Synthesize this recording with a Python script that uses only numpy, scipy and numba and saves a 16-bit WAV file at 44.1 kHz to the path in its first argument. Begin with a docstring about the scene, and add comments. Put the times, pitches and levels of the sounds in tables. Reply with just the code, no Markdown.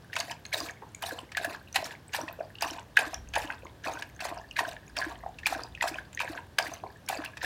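"""A dog laps water from a wide bowl: each tongue stroke stirs up a fading slosh of bubble swarms, shaped noise
smacks its surface films, and gliding sines give the single plops and ticks and the low glug that follows.
Faint dips, plips, drips and throat gurgles fill in; resonances of the air in the bowl colour the small sounds.
A quiet, hard-floored room adds a short noise-built tail, filtered-noise hum and a swelling rumble.
A phone at arm's length cuts the top."""
import sys
import numpy as np
from scipy import signal
from scipy.fft import rfft, irfft, next_fast_len
from scipy.io import wavfile
from scipy.ndimage import uniform_filter1d
from numba import njit

SR = 44100
rng = np.random.default_rng(int(sys.argv[2]) if len(sys.argv) > 2 else 0)


def inscribe(sig):
    """Save sig as 16-bit PCM at rate SR to the path in sys.argv[1].

    A 1-D sig is mono; a 2-D sig holds one channel per row.
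    Samples are clipped to [-1, 1] before scaling.
    """
    pcm = np.round(np.clip(np.atleast_2d(sig).T, -1, 1) * 32767)
    wavfile.write(sys.argv[1], SR, pcm.astype(np.int16))


N = 328539


def undb(db):
    """Amplitude factor of a level in dB."""
    return 10 ** (np.asarray(db) / 20)


def unit(x):
    """Scale to rms 1."""
    return x / np.sqrt(np.mean(x ** 2))


def on_log(hz, points):
    """A (Hz, dB) spectrum read on a log-frequency axis."""
    point_hz, db = np.transpose(points)
    return np.interp(np.log(np.maximum(hz, 1)), np.log(point_hz), db)


def band(x, hz, width_hz):
    """One resonance, gain 1 at its centre."""
    b, a = signal.iirpeak(hz, hz / width_hz, fs=SR)
    return signal.lfilter(b, a, x)


def walk(rate_hz):
    """Random levels drawn at a rate and joined by ramps; rms 1."""
    hold = int(SR / rate_hz)
    steps = np.repeat(rng.standard_normal(N // hold + 1), hold)
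    return unit(uniform_filter1d(steps, hold)[:N])


def swell(s, db, rise_s, fade_s):
    """An envelope that swells quickly from each time and dies away."""
    env = np.zeros(N)
    np.add.at(env, (s * SR).astype(int), undb(db))
    rise, fade = np.exp(-1 / (np.array([rise_s, fade_s]) * SR))
    env = signal.lfilter([1], [1, -fade], env)
    return signal.lfilter([(1 - rise) ** 2], [1, -2 * rise, rise ** 2], env)


@njit
def grains(n, peak_s, gain, hz, rise_s, glide, turn, sr):
    """Bubbles: sines that swell, die away and climb in pitch once past their peak."""
    out = np.zeros(n)
    for k in range(len(hz)):
        rise = rise_s[k] * sr
        first = int(peak_s[k] * sr - rise)
        for i in range(int(6 * rise)):
            if 0 <= first + i < n:
                u = i / rise  # 1 at the peak
                climb = glide * (u - 1) ** 2 / 2 * (u > 1)
                cycles = hz[k] * rise_s[k] * (u + climb) + turn[k]
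                envelope = (u * np.exp(1 - u)) ** 2
                out[first + i] += gain[k] * envelope * np.sin(2 * np.pi * cycles)
    return out


# Level of small bubbles against pitch. Each row: pitch in Hz, relative level in dB.
BUBBLE_SPECTRUM = [(250, -10), (500, -15), (1000, -5), (2000, 2), (4000, 3), (8000, 4.5), (15000, 4.5)]


def swarm(low_hz, high_hz, cycles, spread_db, count):
    """Many small bubbles at chance times, pitches and levels; rms 1."""
    when, pitch, size, long, turn = rng.random((count, 5)).T.copy()
    hz = low_hz * (high_hz / low_hz) ** pitch
    rarity = -np.log(size + 0.04)
    gain = undb(on_log(hz, BUBBLE_SPECTRUM) + spread_db * rarity)
    rise_s = cycles * (0.37 + long) / hz
    return unit(grains(N, when * N / SR, gain, hz, rise_s, 0.015, turn, float(SR)))


# Spectrum of the room noise. Each row: frequency in Hz, relative density in dB per Hz.
ROOM_SPECTRUM = [(15, -40), (25, -17), (93, 8), (219, -2), (952, -10), (1350, -15.5), (1630, -10.5),
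                 (2130, -20), (2930, -19.5), (3630, -20.5), (8100, -30), (15000, -33)]
ROOM_TONE_DB = -53


def room_tone():
    """Steady air and appliance noise: white noise shaped in the frequency domain."""
    n = next_fast_len(N)
    hz = np.arange(n // 2 + 1) * SR / n
    spectrum = rfft(rng.standard_normal(n)) * undb(on_log(hz, ROOM_SPECTRUM))
    return undb(ROOM_TONE_DB) * unit(irfft(spectrum, n)[:N])


# Level of the deep rumble, ramped between rows. Each row: time in seconds, rms level in dB.
RUMBLE_LEVELS = [(0.0, -78), (3.03, -61), (3.22, -46), (3.959, -62.5), (5.35, -54), (7.35, -69),
                 (7.45, -55)]


def rumble():
    """Narrow noise near 61 Hz that swells now and then."""
    s, db = np.transpose(RUMBLE_LEVELS)
    deep = unit(band(band(rng.standard_normal(N), 60.5, 24), 61.5, 30))
    return undb(np.interp(np.arange(N) / SR, s, db)) * deep


def room_tail(x, t60_s=0.28):
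    """Dense noise echoes of the hard room, duller as they age."""
    age_s = np.arange(int(0.5 * SR)) / SR
    low, high = rng.standard_normal((2, len(age_s)))
    echo = band(low, 540, 1600) * undb(-60 * age_s / t60_s)
    echo += 0.61 * high * undb(-60 * age_s / (0.76 * t60_s))
    echo *= age_s > 0.004
    return signal.fftconvolve(x, echo / np.sqrt(np.sum(echo ** 2)))[:N]


# Swallows, about every fourth stroke. Each row: start in seconds, drive of the envelope in dB.
SWALLOW_TIMES = [(0.814, -45), (2.385, -40), (3.625, -38), (5.223, -46.5), (6.83, -37.5)]


def swallows():
    """Soft, dull throat gurgle: a low bubble swarm under short swells."""
    s, db = np.array(SWALLOW_TIMES).T
    gurgle = swarm(312.0, 1050.0, cycles=1.49, spread_db=-3.5, count=1500)
    return swell(s, db, 0.0022, 0.022) * gurgle


def drips():
    """Sparse faint drops from the muzzle all the while."""
    return undb(-69.5) * swarm(1530.0, 14000.0, cycles=3.86, spread_db=-0.5, count=220)


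# The bowl's air modes. Each row: centre in Hz, width in Hz, gain in dB.
BOWL_MODES = [(682, 125, 16.5), (945, 224, 6), (1612, 323, 8), (2480, 354, 3), (4600, 800, -17)]


def in_bowl(x):
    """Parallel resonances of the air in the bowl, added to the direct sound."""
    return 0.75 * x + sum(undb(db) * band(x, hz, width_hz) for hz, width_hz, db in BOWL_MODES)


# Snapping films and droplets. Each row: start in seconds, drive in dB, treble against body in dB.
SNAP_CLICKS = [(0.1291, -37, -28), (0.1627, -21, -24), (0.202, -23, -19), (0.3093, -27, -30),
               (0.4509, -38, -33), (0.529, -25.5, -19), (1.0213, -24.5, 1), (1.3168, -33.5, -29),
               (1.3688, -19, -11), (1.445, -28.5, 5.5), (1.726, -46, -26), (1.745, -29, -16),
               (1.7566, -13.5, -5), (2.133, -25, -19), (2.146, -17.5, -2.5), (2.608, -33, -8),
               (2.6207, -20, 3.5), (2.967, -17.5, -3.5), (3.142, -39, -28), (3.336, -27, -18),
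               (3.354, -18.5, -22), (4.021, -30, -19), (4.204, -20.5, -14), (4.565, -45, -20),
               (4.586, -16, -30), (4.9648, -22.5, -19), (5.3863, -35.5, -21), (5.463, -17.5, -1),
               (5.822, -21.5, -28), (6.1288, -39.5, -27), (6.1988, -23, -6), (6.583, -13.5, -10.5),
               (6.737, -42, 6), (7.0854, -21.5, 3), (7.244, -29.5, -2), (7.3686, -33, -30)]


def snaps():
    """Wet clicks of band noise: a body for the bowl to colour and a bright edge."""
    s, db, treble_db = np.array(SNAP_CLICKS).T
    crest = 3  # noise peaks stand about three times over its rms
    rise_s = 0.00095
    ragged = undb(3.06 * walk(300)) / crest
    body_noise = unit(band(band(rng.standard_normal(N), 2700, 3700), 2940, 8900))
    edge_noise = unit(band(rng.standard_normal(N), 10400, 7000))
    body = ragged * swell(s, db, rise_s, 0.0062) * body_noise
    edge = ragged * swell(s, db + treble_db, rise_s, 0.0038) * edge_noise
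    return body, edge


# Tongue strokes. Each row: start in seconds, stroke level in dB, fizz against slosh in dB,
# peak of the following glug in dB.
STROKES = [(0.134, -31, 6.5, -47), (0.528, -27.5, 5, -36.5), (1.024, -35.5, 6.5, -41),
           (1.374, -28, 0.5, -37), (1.749, -29, 5.5, -46), (2.131, -31.5, 1.5, -35),
           (2.613, -25.5, -0.5, -37.5), (2.968, -27, 2, -37), (3.344, -24, -1.5, -36),
           (3.842, -24.5, 2.5, -42), (4.212, -23, -3.5, -43), (4.568, -27, 0.5, -43),
           (4.964, -27.5, -0.5, -32), (5.457, -27, 1, -38), (5.812, -28, 2.5, -36), (6.197, -29, -2, -33.5),
           (6.584, -32.5, 2.5, -40), (7.088, -27.5, -2, -32), (7.418, -26, 5.5, -38)]
# nominal rise constant, time in the water; layers scale the latter by their share
RISE_S, STAY_S = 0.0086, 0.2005
# nominal t60 at the usual level; harder strokes die away faster
FADE_T60_S, USUAL_DB, FADE_S_PER_DB = 0.66, -25, 0.0563
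SLOSH_UNDER_STROKE_DB = -17.5


def strokes(late_s, fade_share, stay_share, settle_s, extra_db):
    """Loudness of stirred water: rises at each stroke, fades, and settles once the tongue is out."""
    env = np.zeros(N)
    age_s = np.arange(int(0.6 * SR)) / SR
    for (s, db, _, _), more_db in zip(STROKES, extra_db):
        t60_s = max(FADE_T60_S - FADE_S_PER_DB * (db - USUAL_DB), 0.2)
        shape = undb(db + more_db - 60 * age_s / (t60_s * fade_share))
        shape *= (1 - np.exp(-age_s / RISE_S)) ** 2
        # the tongue splashes again as it pulls out
        shape *= 1 + 1.45 * np.exp(-((age_s - 0.923 * STAY_S) / 0.032) ** 2)
        shape /= 1 + np.exp((age_s - stay_share * STAY_S) / settle_s)
        first = int((s + late_s) * SR)
        env[first:first + len(age_s)] += shape[:N - first]
    return env


DIP_AHEAD_S, DIP_DB = 0.013, -19.5  # lead on the stroke, drive against its level


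def dips():
    """The tongue tip breaks the surface: a faint bubble patter just ahead of each stroke."""
    s, db = np.array(STROKES).T[:2]
    patter = swarm(1500.0, 7000.0, cycles=2.52, spread_db=5.0, count=6000)
    return swell(s - DIP_AHEAD_S, db + DIP_DB, 0.0031, 0.011) * patter


def plips():
    """Lesser bubbles and ticks, few enough to be told apart, that follow the stirred water."""
    sparse = swarm(582.0, 9250.0, cycles=2.976, spread_db=6.0, count=1600)
    stirred = strokes(0.0014, 1.196, 1.02, 0.028, np.zeros(len(STROKES)))
    return undb(SLOSH_UNDER_STROKE_DB - 4.5) * sparse * stirred


GLUG_AFTER_S, GLUG_HZ, GLUG_SPREAD = 0.106, 305, 0.06  # spread: share of the pitch, either way


def glugs():
    """Water closes behind the tongue: large air pockets ring low for a few cycles."""
    s, _, _, db = np.array(STROKES, float).T
    tune, turn = rng.random((len(s), 2)).T.copy()
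    hz = GLUG_HZ * (1 + GLUG_SPREAD * (2 * tune - 1))
    return grains(N, s + GLUG_AFTER_S, undb(db), hz, 2.23 / hz, 0.004, turn, float(SR))


# Single bubbles and bright ticks, loud and faint.
# Each row: time of the peak in seconds, peak level in dB, pitch in Hz.
SINGLE_BUBBLES = [(0.132, -28, 1820), (0.156, -34, 6660), (0.157, -28, 2240), (0.167, -26, 996),
                  (0.168, -25, 2630), (0.202, -23, 4540), (0.203, -24.5, 6400), (0.313, -31.5, 5000),
                  (0.318, -32, 3000), (0.453, -33.5, 4170), (0.465, -36, 6500), (0.529, -23, 2220),
                  (0.543, -27.5, 657), (0.542, -26.5, 1790), (0.545, -21, 3840), (0.604, -24, 4800),
                  (0.688, -32.5, 2280), (0.71, -39, 6500), (0.823, -39.5, 924), (0.949, -31, 6750),
                  (0.948, -38, 2260), (1.03, -31.5, 934), (1.038, -28, 3000), (1.04, -29, 706),
                  (1.088, -33, 745), (1.092, -37, 12300), (1.111, -28.5, 1610), (1.122, -34, 517),
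                  (1.189, -31.5, 2970), (1.192, -40.5, 7800), (1.233, -42.5, 310), (1.351, -28, 1800),
                  (1.379, -20, 1610), (1.447, -21.5, 1700), (1.451, -26, 655), (1.549, -31, 1650),
                  (1.728, -35.5, 5950), (1.745, -33, 6800), (1.76, -18, 4050), (1.76, -20.5, 773),
                  (1.763, -21, 1920), (1.829, -28.5, 650), (1.844, -28.5, 5480), (1.911, -34.5, 1780),
                  (2.082, -41.5, 8060), (2.133, -37, 6570), (2.139, -28, 2740), (2.146, -28, 1660),
                  (2.147, -27.5, 830), (2.152, -28.5, 1760), (2.189, -28.5, 606), (2.215, -30.5, 5750),
                  (2.281, -31, 1850), (2.287, -30.5, 2590), (2.328, -36, 14200), (2.391, -35.5, 535),
                  (2.407, -27, 630), (2.555, -37, 2800), (2.586, -37, 2900), (2.61, -32, 6400),
                  (2.624, -23, 4860), (2.626, -22.5, 900), (2.63, -28, 2620), (2.636, -27.5, 2760),
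                  (2.666, -37, 5770), (2.703, -32, 3000), (2.709, -30.5, 5560), (2.785, -32.5, 940),
                  (2.79, -40.5, 2900), (2.972, -16, 2560), (2.973, -7, 1617), (2.986, -29, 840),
                  (2.992, -29, 9100), (2.991, -20, 2490), (2.995, -28.5, 725), (3.031, -38, 7400),
                  (3.054, -38, 4170), (3.135, -31, 710), (3.144, -24.5, 5660), (3.289, -43, 6350),
                  (3.351, -28, 1630), (3.355, -30, 6500), (3.365, -24, 1730), (3.364, -20, 860),
                  (3.375, -27, 576), (3.383, -30, 10500), (3.402, -31, 1700), (3.475, -37, 2970),
                  (3.504, -24, 1605), (3.525, -34.5, 2560), (3.65, -45.5, 6650), (3.668, -41, 2120),
                  (3.844, -29.5, 1650), (3.866, -29.5, 880), (3.873, -27, 2500), (3.937, -33.5, 6440),
                  (4.024, -28, 1670), (4.164, -45.5, 6440), (4.194, -37, 1660), (4.258, -30, 784),
                  (4.372, -29.5, 713), (4.512, -32, 2830), (4.566, -31, 3960), (4.566, -31, 2250),
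                  (4.58, -29, 2170), (4.59, -20.5, 957), (4.593, -19.5, 1840), (4.608, -24.5, 710),
                  (4.652, -25.5, 1590), (4.711, -45, 6090), (4.767, -35.5, 1740), (4.881, -44.5, 6700),
                  (4.98, -27, 5400), (4.989, -28, 673), (4.988, -22.5, 4630), (5.018, -25, 1700),
                  (5.025, -27, 1570), (5.046, -26.5, 1670), (5.238, -35.5, 690), (5.264, -29, 694),
                  (5.388, -35, 2660), (5.434, -34.5, 1810), (5.46, -14.5, 2410), (5.47, -26.5, 893),
                  (5.475, -29, 7600), (5.527, -22, 740), (5.55, -27, 1580), (5.636, -30, 4840),
                  (5.751, -31.5, 2600), (5.777, -39, 1820), (5.812, -18.5, 1930), (5.826, -27, 7420),
                  (5.825, -23.5, 924), (5.829, -23, 2560), (5.843, -22, 700), (5.859, -25.5, 705),
                  (5.875, -27, 1630), (5.944, -29.5, 2500), (5.986, -27.5, 1560), (6.131, -43, 7200),
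                  (6.149, -32.5, 6430), (6.176, -27, 1870), (6.194, -25, 2380), (6.204, -24.5, 2570),
                  (6.206, -26.5, 1590), (6.206, -27.5, 930), (6.215, -25, 2460), (6.278, -30.5, 1640),
                  (6.377, -28.5, 1590), (6.587, -18, 1590), (6.588, -21, 2540), (6.588, -22, 4870),
                  (6.597, -24.5, 677), (6.627, -29.5, 4770), (6.659, -35, 1750), (6.668, -29.5, 1845),
                  (6.718, -45, 6430), (6.738, -30.5, 6130), (6.838, -37, 637), (7.064, -44, 5470),
                  (7.089, -27.5, 6880), (7.091, -31.5, 2300), (7.101, -26.5, 780), (7.148, -39, 7740),
                  (7.174, -33, 4670), (7.24, -29.5, 1580), (7.261, -29.5, 2680), (7.418, -27.5, 1780),
                  (7.446, -22, 1710)]
# rise at 1 kHz; higher bubbles are quicker by this power of pitch
SWELL_1K_S, SWELL_POWER = 0.002657, 0.5


def bubbles():
    """Single plops and ticks as gliding sines, each with three shorter, higher neighbours."""
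    s, db, hz = np.array(SINGLE_BUBBLES, float).T
    rise_s = SWELL_1K_S * (1000 / hz) ** SWELL_POWER
    out = grains(N, s, undb(db), hz, rise_s, 0.0045, rng.random(len(s)), float(SR))
    for _ in range(3):
        shift, up, turn = rng.random((len(s), 3)).T.copy()
        near_s = s + rise_s * 2.523 * (shift - 0.4)
        near_hz = np.minimum(hz * 1.05 * 3.26 ** up, 15000)
        near_gain = undb(db - 1.0 - 16.0 * up)
        out += grains(N, near_s, near_gain, near_hz, 1.513 / near_hz, 0.009, turn, float(SR))
    return out


def slosh():
    """Clumped bubble swarms: middle ones a moment first, then fizz and big low ones almost together."""
    gurgle = swarm(256.0, 1312.0, cycles=1.824, spread_db=4.0, count=2400)
    churn = swarm(1268.0, 4740.0, cycles=3.516, spread_db=1.0, count=7000)
    fizz = swarm(3500.0, 15500.0, cycles=7.5, spread_db=-0.5, count=20000)
    fizz_db = np.array(STROKES)[:, 2]
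    no_db = np.zeros(len(STROKES))
    clumps = walk(70)  # shared by middle and high
    low = gurgle * undb(-4.0 + 3.4 * walk(45)) * strokes(0.0011, 1.0, 0.93, 0.015, no_db)
    middle = churn * undb(-3.0 + 4.04 * clumps) * strokes(-0.012, 0.8, 0.95, 0.047, no_db)
    high = fizz * undb(6.16 * clumps) * strokes(-0.0029, 0.65, 0.84, 0.022, fizz_db)
    return undb(SLOSH_UNDER_STROKE_DB) * (low + middle + high)


def scene():
    """Bowl-coloured small sounds, direct water sounds, their room tail and the background."""
    body, edge = snaps()
    small = slosh() + dips() + plips() + drips() + body
    water = in_bowl(small) + bubbles() + glugs() + edge + swallows()
    background = room_tone() + rumble()
    return (water + undb(-12.0) * room_tail(water) + background)[None]


def record(dry):
    """The phone cuts the top: a steep elliptic low-pass at 16 kHz."""
    low_pass = signal.ellip(10, 0.2, 70, 16000, fs=SR, output="sos")
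    return signal.sosfilt(low_pass, dry)


dry = scene()
out = record(dry)
inscribe(out)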